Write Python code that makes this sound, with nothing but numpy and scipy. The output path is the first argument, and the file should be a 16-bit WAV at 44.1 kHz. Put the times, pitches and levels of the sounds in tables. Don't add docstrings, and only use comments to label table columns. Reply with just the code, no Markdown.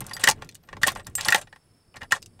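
import sys
import numpy as np
from scipy import signal
from scipy.fft import rfft, irfft
from scipy.io import wavfile
from scipy.ndimage import uniform_filter1d

SR = 44100
rng = np.random.default_rng(int(sys.argv[2]) if len(sys.argv) > 2 else 0)


def undo_db(level):
    steps = np.asarray(level, float) / 20
    return 10 ** steps


def put_to_file(sound):
    columns = np.atleast_2d(sound).T
    safe = np.clip(columns, -1, 1)
    whole_steps = np.round(safe * 32767)
    wavfile.write(sys.argv[1], SR, whole_steps.astype(np.int16))


N = 105840


def unit(x):
    return x / np.sqrt(np.mean(x ** 2))


def colour(x, table):
    hz, db = np.array(table).T
    f = np.maximum(np.arange(len(x) // 2 + 1) * SR / len(x), 1)
    gain_db = np.interp(np.log(f), np.log(hz), db, left=-70, right=-70)
    return unit(irfft(rfft(x) * undo_db(gain_db), len(x)))


def band(x, hz, width_hz):
    return signal.lfilter(*signal.iirpeak(hz, hz / width_hz, fs=SR), x)


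def wide_band(x, hz, width_hz):
    return band(band(x, hz, width_hz), hz, width_hz)


def walk(rate_hz):
    k = int(SR / rate_hz)
    steps = np.repeat(rng.standard_normal(N // k + 1), k)
    return unit(uniform_filter1d(uniform_filter1d(steps, k), k)[:N])


def curve(rows):
    s, db = np.array(rows).T
    return undo_db(np.interp(np.arange(N) / SR, s, db))


def ring(modes, extra_db, size):
    hz, db, t60_s = np.array(modes).T[:, :, None]
    t = np.arange(size) / SR
    decay = undo_db(db + np.reshape(extra_db, (-1, 1)) - 60 * t / t60_s)
    return np.sum(decay * np.sin(2 * np.pi * hz * t), axis=0)


def peak_unit(x):
    return x / np.abs(x).max()


def add(out, s, x):
    i = max(int(s * SR), 0)
    out[i:i + len(x)] += x[:len(out) - i]


# f/Hz, density/dB
AIR_COLOUR = [(150, -8), (400, -7.5), (900, -8), (3000, -16.5), (6500, -23.5), (9500, -27.5),
              (12000, -26.5), (16000, -24)]


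def air():
    noise = colour(rng.standard_normal(N), AIR_COLOUR)
    return noise * undo_db(-70 + 1.2 * walk(6))


# f/Hz, width/Hz, level/dB rms
INSECTS = [(4690, 100, -88), (5300, 110, -81.5), (8800, 2200, -83), (10000, 220, -84.5)]
# t/s, level/dB
INSECT_SWELL = [(0, -5), (1.2, -1), (1.6, 6.5), (2.4, 7)]


def insects():
    out = np.zeros(N)
    for hz, width_hz, db in INSECTS:
        chorus = unit(wide_band(rng.standard_normal(N), hz, width_hz))
        out += chorus * undo_db(db + walk(20) + walk(4))
    return out * curve(INSECT_SWELL)


# t/s, level/dB
RUMBLE_LEVEL = [(0, -42.5), (.45, -46.5), (.65, -57.5), (.85, -44), (1.4, -50.5), (1.48, -57), (1.7, -62),
                (1.92, -58), (2.05, -45.5), (2.2, -53), (2.4, -58)]
# f/Hz, density/dB
RUMBLE_COLOUR = [(20, 1), (50, -9), (105, -1), (200, -9), (450, -16), (900, -32)]


def rumble():
    noise = colour(rng.standard_normal(N), RUMBLE_COLOUR)
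    return noise * undo_db(3 * walk(14) - 3) * curve(RUMBLE_LEVEL)


# t/s, level/dB, f/Hz
BUMPS = [(.015, -33, 106), (0.24, -31, 150), (.28, -28.5, 148), (.43, -48, 110), (0.728, -44.5, 100),
         (0.835, -32.5, 123), (0.877, -29, 168), (1.075, -37, 93), (1.177, -44.5, 95), (1.28, -30, 140),
         (1.345, -32, 200), (1.44, -44.5, 97), (1.963, -45, 100), (2.025, -36.5, 102), (2.131, -35.5, 120)]


def bumps():
    bump_s = .03
    out, t = np.zeros(N), np.arange(8192) / SR
    swell = t / bump_s * np.exp(1 - 3 * t / bump_s)
    for s, db, hz in BUMPS:
        lump = band(band(rng.standard_normal(8192), hz, hz), hz, 2 * hz) * swell
        add(out, s - bump_s / 4, undo_db(db) * peak_unit(lump))
    return out


# t/s, f/Hz, level/dB, t60/s
COVER = [
    (.289, 860, -12.5, .05),
    (.879, 1084, -15, 0.049),
    (1.347, 815, -14.5, .04),
    (2.127, 1050, -17.5, .03),
    (.318, 905, -28, 0.034),
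    (1.359, 900, -20.5, 0.027),
]


def cover():
    out = np.zeros(N)
    for s, hz, db, t60_s in COVER:
        add(out, s, ring([(hz, db, t60_s)], 0, size=8192))
    return out


# f/Hz, level/dB, t60/s
FREE_KEY_MODES = [(2800, -20, .026), (7429, -11, .5), (8075, 0, .084), (11790, -19, .12), (14190, -12, .13)]
# t/s, level/dB
FREE_KEY_HITS = [
    (1.153, -19),
]
# t/s, f/Hz, level/dB, t60/s
SINGLE_MODE_RINGS = [(.066, 8075, -41, 0.049), (.068, 14190, -52, .06), (.092, 9800, -43, 0.037),
                     (0.096, 4650, -42, 0.045), (0.108, 11100, -53, .15), (.112, 8500, -56, .1),
                     (0.148, 7900, -36, .03), (0.169, 9800, -48, 0.047), (.447, 13200, -55, 0.032),
                     (0.514, 8500, -62, .1), (.548, 12600, -58, 0.026), (0.631, 13180, -62, .06),
                     (.65, 8500, -70, .1), (0.92, 9800, -53, .08), (1.032, 14190, -69, 0.11),
                     (1.032, 8075, -56, 0.055), (1.048, 9800, -58, .06), (1.052, 12900, -68, 0.088),
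                     (2.043, 11000, -66, .1), (.134, 4750, -30, 0.066), (0.136, 11070, -35.5, 0.062),
                     (.140, 13200, -49, 0.15), (0.207, 8500, -42.5, .05), (.650, 13180, -65, .2),
                     (0.871, 8500, -12.5, 0.019), (0.882, 12590, -30.5, 0.063), (.920, 3600, -53, 0.16),
                     (.972, 8689, -45.5, 0.11), (.972, 12600, -51, .05), (1.045, 4640, -58, 0.07),
                     (1.208, 7430, -41.5, 0.27), (1.254, 9700, -26.5, 0.034), (1.27, 8500, -38.5, .03),
                     (1.211, 4700, -27, 0.023), (1.248, 4410, -29.5, .04), (1.303, 7430, -26.5, 0.043),
                     (1.353, 14140, -38.5, 0.13), (1.351, 8200, -34, 0.13), (1.391, 7300, -51, 0.24)]


def key_rings():
    free_s, damped_t60_s = .055, .08
    out, t = np.zeros(N), np.arange(16384) / SR
    damping = undo_db(-60 * np.maximum(t - free_s, 0) / damped_t60_s)
    for s, db in FREE_KEY_HITS:
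        add(out, s, undo_db(db) * ring(FREE_KEY_MODES, 0, size=16384) * damping)
    for s, hz, db, t60_s in SINGLE_MODE_RINGS:
        add(out, s, ring([(hz, db, t60_s)], 0, size=16384) * damping)
    return out * undo_db(3 * walk(120))


# f/Hz, density/dB
SCRAPE_COLOUR = [(240, -31.5), (400, 1.5), (3470, -11), (5350, -19), (8370, -13), (16000, -38)]


def grit():
    clicks_per_s, spread_db, flutter_db, broad_share = 14000, 2.2, 2.5, .15
    strength = undo_db(spread_db * np.minimum(rng.exponential(size=N), 4))
    clicks = (rng.random(N) < clicks_per_s / SR) * rng.standard_normal(N) * strength
    centres_hz = np.geomspace(600, 14500, num=16)
    owner = rng.integers(len(centres_hz), size=N)
    parts = np.zeros(N)
    for k, hz in enumerate(centres_hz):
        part = unit(band(band(clicks * (owner == k), hz, hz / 4), hz, hz / 2))
        parts += part * np.sqrt(hz) * undo_db(flutter_db * walk(120))
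    return colour(unit(parts) + broad_share * unit(clicks), SCRAPE_COLOUR)


# t/s, length/s, level/dB, brightness (half the lift above 3 kHz)/dB
SCRAPE = [(.005, 0.0096, -33.5, -25), (0.044, 0.26, -46.5, -4), (0.193, 0.038, -42.5, 3),
          (0.234, 0.048, -32.5, 1.5), (0.27, 0.047, -27.5, -1.5), (0.346, 0.074, -56.5, -4),
          (0.413, 0.052, -52.5, -2.5), (0.633, 0.013, -59, -3.5), (0.676, 0.094, -58.5, -3.5),
          (0.814, 0.11, -39.5, 0.5), (0.864, 0.026, -30.5, 4), (0.95, 0.06, -42.5, -4.5),
          (1.063, 0.014, -42.5, -12), (1.09, 0.079, -64, -0.5), (1.177, .065, -40.5, 3),
          (1.251, 0.14, -32, 0), (1.411, 0.011, -41, 2), (1.94, 0.039, -49.5, -10),
          (2.006, 0.042, -44.5, -3.5), (2.108, 0.059, -35.5, 1.5), (2.391, 0.048, -48.5, -6)]


def scrape():
    rise_s, fall_s, sag_db = .0035, .0076, -4
    rough = grit()
    low = signal.lfilter(*signal.butter(2, 3000, fs=SR), rough)
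    out, t = np.zeros(N), np.arange(N) / SR
    for s, length_s, db, bright_db in SCRAPE:
        attack = np.clip((t - s) / rise_s, 0, 1)
        release = np.exp(-np.clip(t - s - length_s, 0, 1) / fall_s)
        level = undo_db(db + sag_db * np.clip((t - s) / length_s, 0, 1))
        out += level * attack * release * (low + undo_db(2 * bright_db) * (rough - low))
    return out


# t/s, peak level/dB, f/Hz
TICKS_A = [(0.0054, -18, 8800), (0.0656, -24, 8100), (0.1347, -20, 4830), (0.1658, -23, 3990),
           (0.239, -1.5, 4340), (0.2738, -4, 3040), (0.2865, 0.5, 3900), (0.2912, -5, 6200),
           (0.298, -3.5, 6100), (0.3114, -7, 5400), (0.4214, -29, 3430), (0.4902, -28.5, 3740),
           (0.5122, -41, 5270), (0.5459, -32, 7140), (0.5516, -29, 7560), (0.7682, -39, 3830),
           (0.832, -5, 3280), (0.8729, -8, 8800), (0.8807, -7.5, 3400), (0.9182, -27, 9500),
           (0.9514, -30.5, 7600)]
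# t/s, peak level/dB, f/Hz
TICKS_B = [(1.0678, -21.5, 7300), (1.1524, -13, 8500), (1.2095, -10.5, 4500), (1.2485, -16, 4600),
           (1.284, -4, 3280), (1.3037, -12, 6800), (1.3232, -4.5, 3530), (1.3458, -2.5, 3390),
           (1.3592, -15.5, 6440), (1.4137, -28.5, 7900), (1.9595, -38, 7000), (1.9683, -29.5, 4850),
           (2.031, -29.5, 3460), (2.1216, -7, 4800), (2.2205, -34, 6100), (2.226, -27, 4700),
           (2.2598, -29.5, 5840)]
# t/s, peak level/dB, f/Hz
TICKS_FAINT = [(.0418, -40, 5000), (.0852, -37, 4160), (.0947, -33, 4620), (.2004, -25.5, 2740),
               (.2125, -35, 12500), (.3753, -53, 2930), (.446, -36, 6500), (.4725, -49, 3200),
               (.523, -41, 3000), (.5525, -35, 3040), (.565, -48, 4180), (.578, -64, 3550),
               (.636, -49, 4440), (.674, -53.5, 5020), (.971, -38, 5900), (.9966, -34.5, 3520),
               (1.004, -43, 6000), (1.046, -44.5, 4000), (1.0635, -43.5, 3000), (1.076, -43, 13600),
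               (1.098, -42, 9000), (1.38, -32, 5500), (1.5605, -47, 7530), (1.9415, -40.5, 2500),
               (2.108, -34, 4000)]


def ticks(table):
    rise_s, fall_s, trim_db = .0006, .0018, -2.5
    broad_db, soft_share = -5.5, .26
    out, t = np.zeros(N), np.arange(512) / SR
    envelope = np.exp(-t / fall_s) * (1 - np.exp(-t / rise_s))
    for s, db, hz in table:
        crack = rng.standard_normal(512) * envelope
        broad = undo_db(broad_db + soft_share * db) * band(crack, 4000, 9000)
        tick = wide_band(crack, hz, hz) + broad
        add(out, s, undo_db(db + trim_db) * peak_unit(tick))
    return out


# t/s, peak level/dB, lean to hollow low modes/dB
CLUNKS = [(0.019, -26.5, 21), (0.042, -42, 7), (0.112, -20.5, -14), (0.167, -21, -15), (0.239, -3, -40.5),
          (0.2751, 0.5, -37), (0.2812, -14.5, 10.5), (0.2897, -8, 30), (0.423, -24.5, 1),
          (0.689, -29.5, -5.5), (0.73, -21.5, -1), (0.769, -27.5, 23), (0.834, -1, -40.5),
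          (0.872, -19.5, -24.5), (0.877, -12.5, -9), (0.96, -20, 9.5), (0.997, -32, -21), (1.07, -31, -15),
          (1.184, -18.5, -19), (1.286, -2.5, -28), (1.324, -0.5, -57.5), (1.346, -7, -8),
          (1.3495, -5.5, -27), (1.473, -35.5, -5.5), (1.528, -29, -6), (1.561, -37, 2.5), (1.966, -27, -11),
          (2.018, -23.5, -29.5), (2.031, -31, -6), (2.122, 0.5, -26.5), (2.393, -44, -5.5)]
# f/Hz, level/dB, t60/s
HOUSING_LOW = [(510, -7, .022), (835, -2, .022), (1085, -2, .02)]
# f/Hz, level/dB, t60/s
HOUSING_HIGH = [(1480, -10, .03), (1650, -7, .02), (1750, -2, .024), (1830, 0, .028), (3340, -17, .012),
                (4080, -21, .01)]


def clunks():
    trim_db, base_lean_db, scatter_db = -4, 6, 1.5
    swell_s, free_s, caught_db = .0022, .0055, -10
    knock_db, knock_hz, knock_s, knock_soft_share = -5, 1340, .0043, .17
    thump_db, thump_hz, thump_s = -30, 137, .0077
    out, t = np.zeros(N), np.arange(4096) / SR
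    swell = 1 - np.exp(-(t / swell_s) ** 2)
    catch = undo_db(caught_db * np.clip((t - free_s) / swell_s, 0, 1))
    thump_tone = np.sin(2 * np.pi * thump_hz * t) * np.exp(-t / thump_s)
    for s, db, lean_db in CLUNKS:
        noise = rng.standard_normal(4096) * np.exp(-t / knock_s)
        mode_db = scatter_db * rng.standard_normal(9)
        low = ring(HOUSING_LOW, mode_db[:3], size=4096)
        high = ring(HOUSING_HIGH, mode_db[3:], size=4096)
        body = (high + undo_db(base_lean_db + lean_db) * low) * swell * catch
        knock = wide_band(noise, knock_hz, 2 * knock_hz)
        thump = band(noise, thump_hz, thump_hz) + thump_tone
        blow = peak_unit(body) + undo_db(knock_db - knock_soft_share * db) * peak_unit(knock)
        add(out, s - swell_s / 2, undo_db(db + trim_db) * (peak_unit(blow) + undo_db(thump_db) * thump))
    return out


def cabin(near):
    t60_s, top_hz, gap_s = .05, 6170, .002
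    t = np.arange(8192) / SR
    noise = signal.lfilter(*signal.butter(1, top_hz, fs=SR), rng.standard_normal(8192))
    echo = noise * undo_db(-60 * t / t60_s) * (t > gap_s)
    return signal.fftconvolve(near, echo / np.sqrt(np.sum(echo ** 2)))[:N]


def scene():
    background = rumble() + air() + insects()
    all_ticks = ticks(TICKS_A) + ticks(TICKS_B) + ticks(TICKS_FAINT)
    near = cover() + scrape() + all_ticks + clunks()
    near = signal.lfilter(*signal.butter(2, 200, "high", fs=SR), near)
    return (near + undo_db(-9) * cabin(near) + key_rings() + bumps() + background)[None]


def band_limit(x):
    return signal.sosfilt(signal.butter(12, 17000, fs=SR, output="sos"), x)


def record(dry):
    ceiling, top_hz = 1.05, 15700
    soft = ceiling * np.tanh(dry / ceiling)
    low_pass = signal.ellip(6, .5, 40, top_hz, fs=SR, output="sos")
    return band_limit(signal.sosfilt(low_pass, soft))


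dry = scene()
out = record(dry)
put_to_file(out)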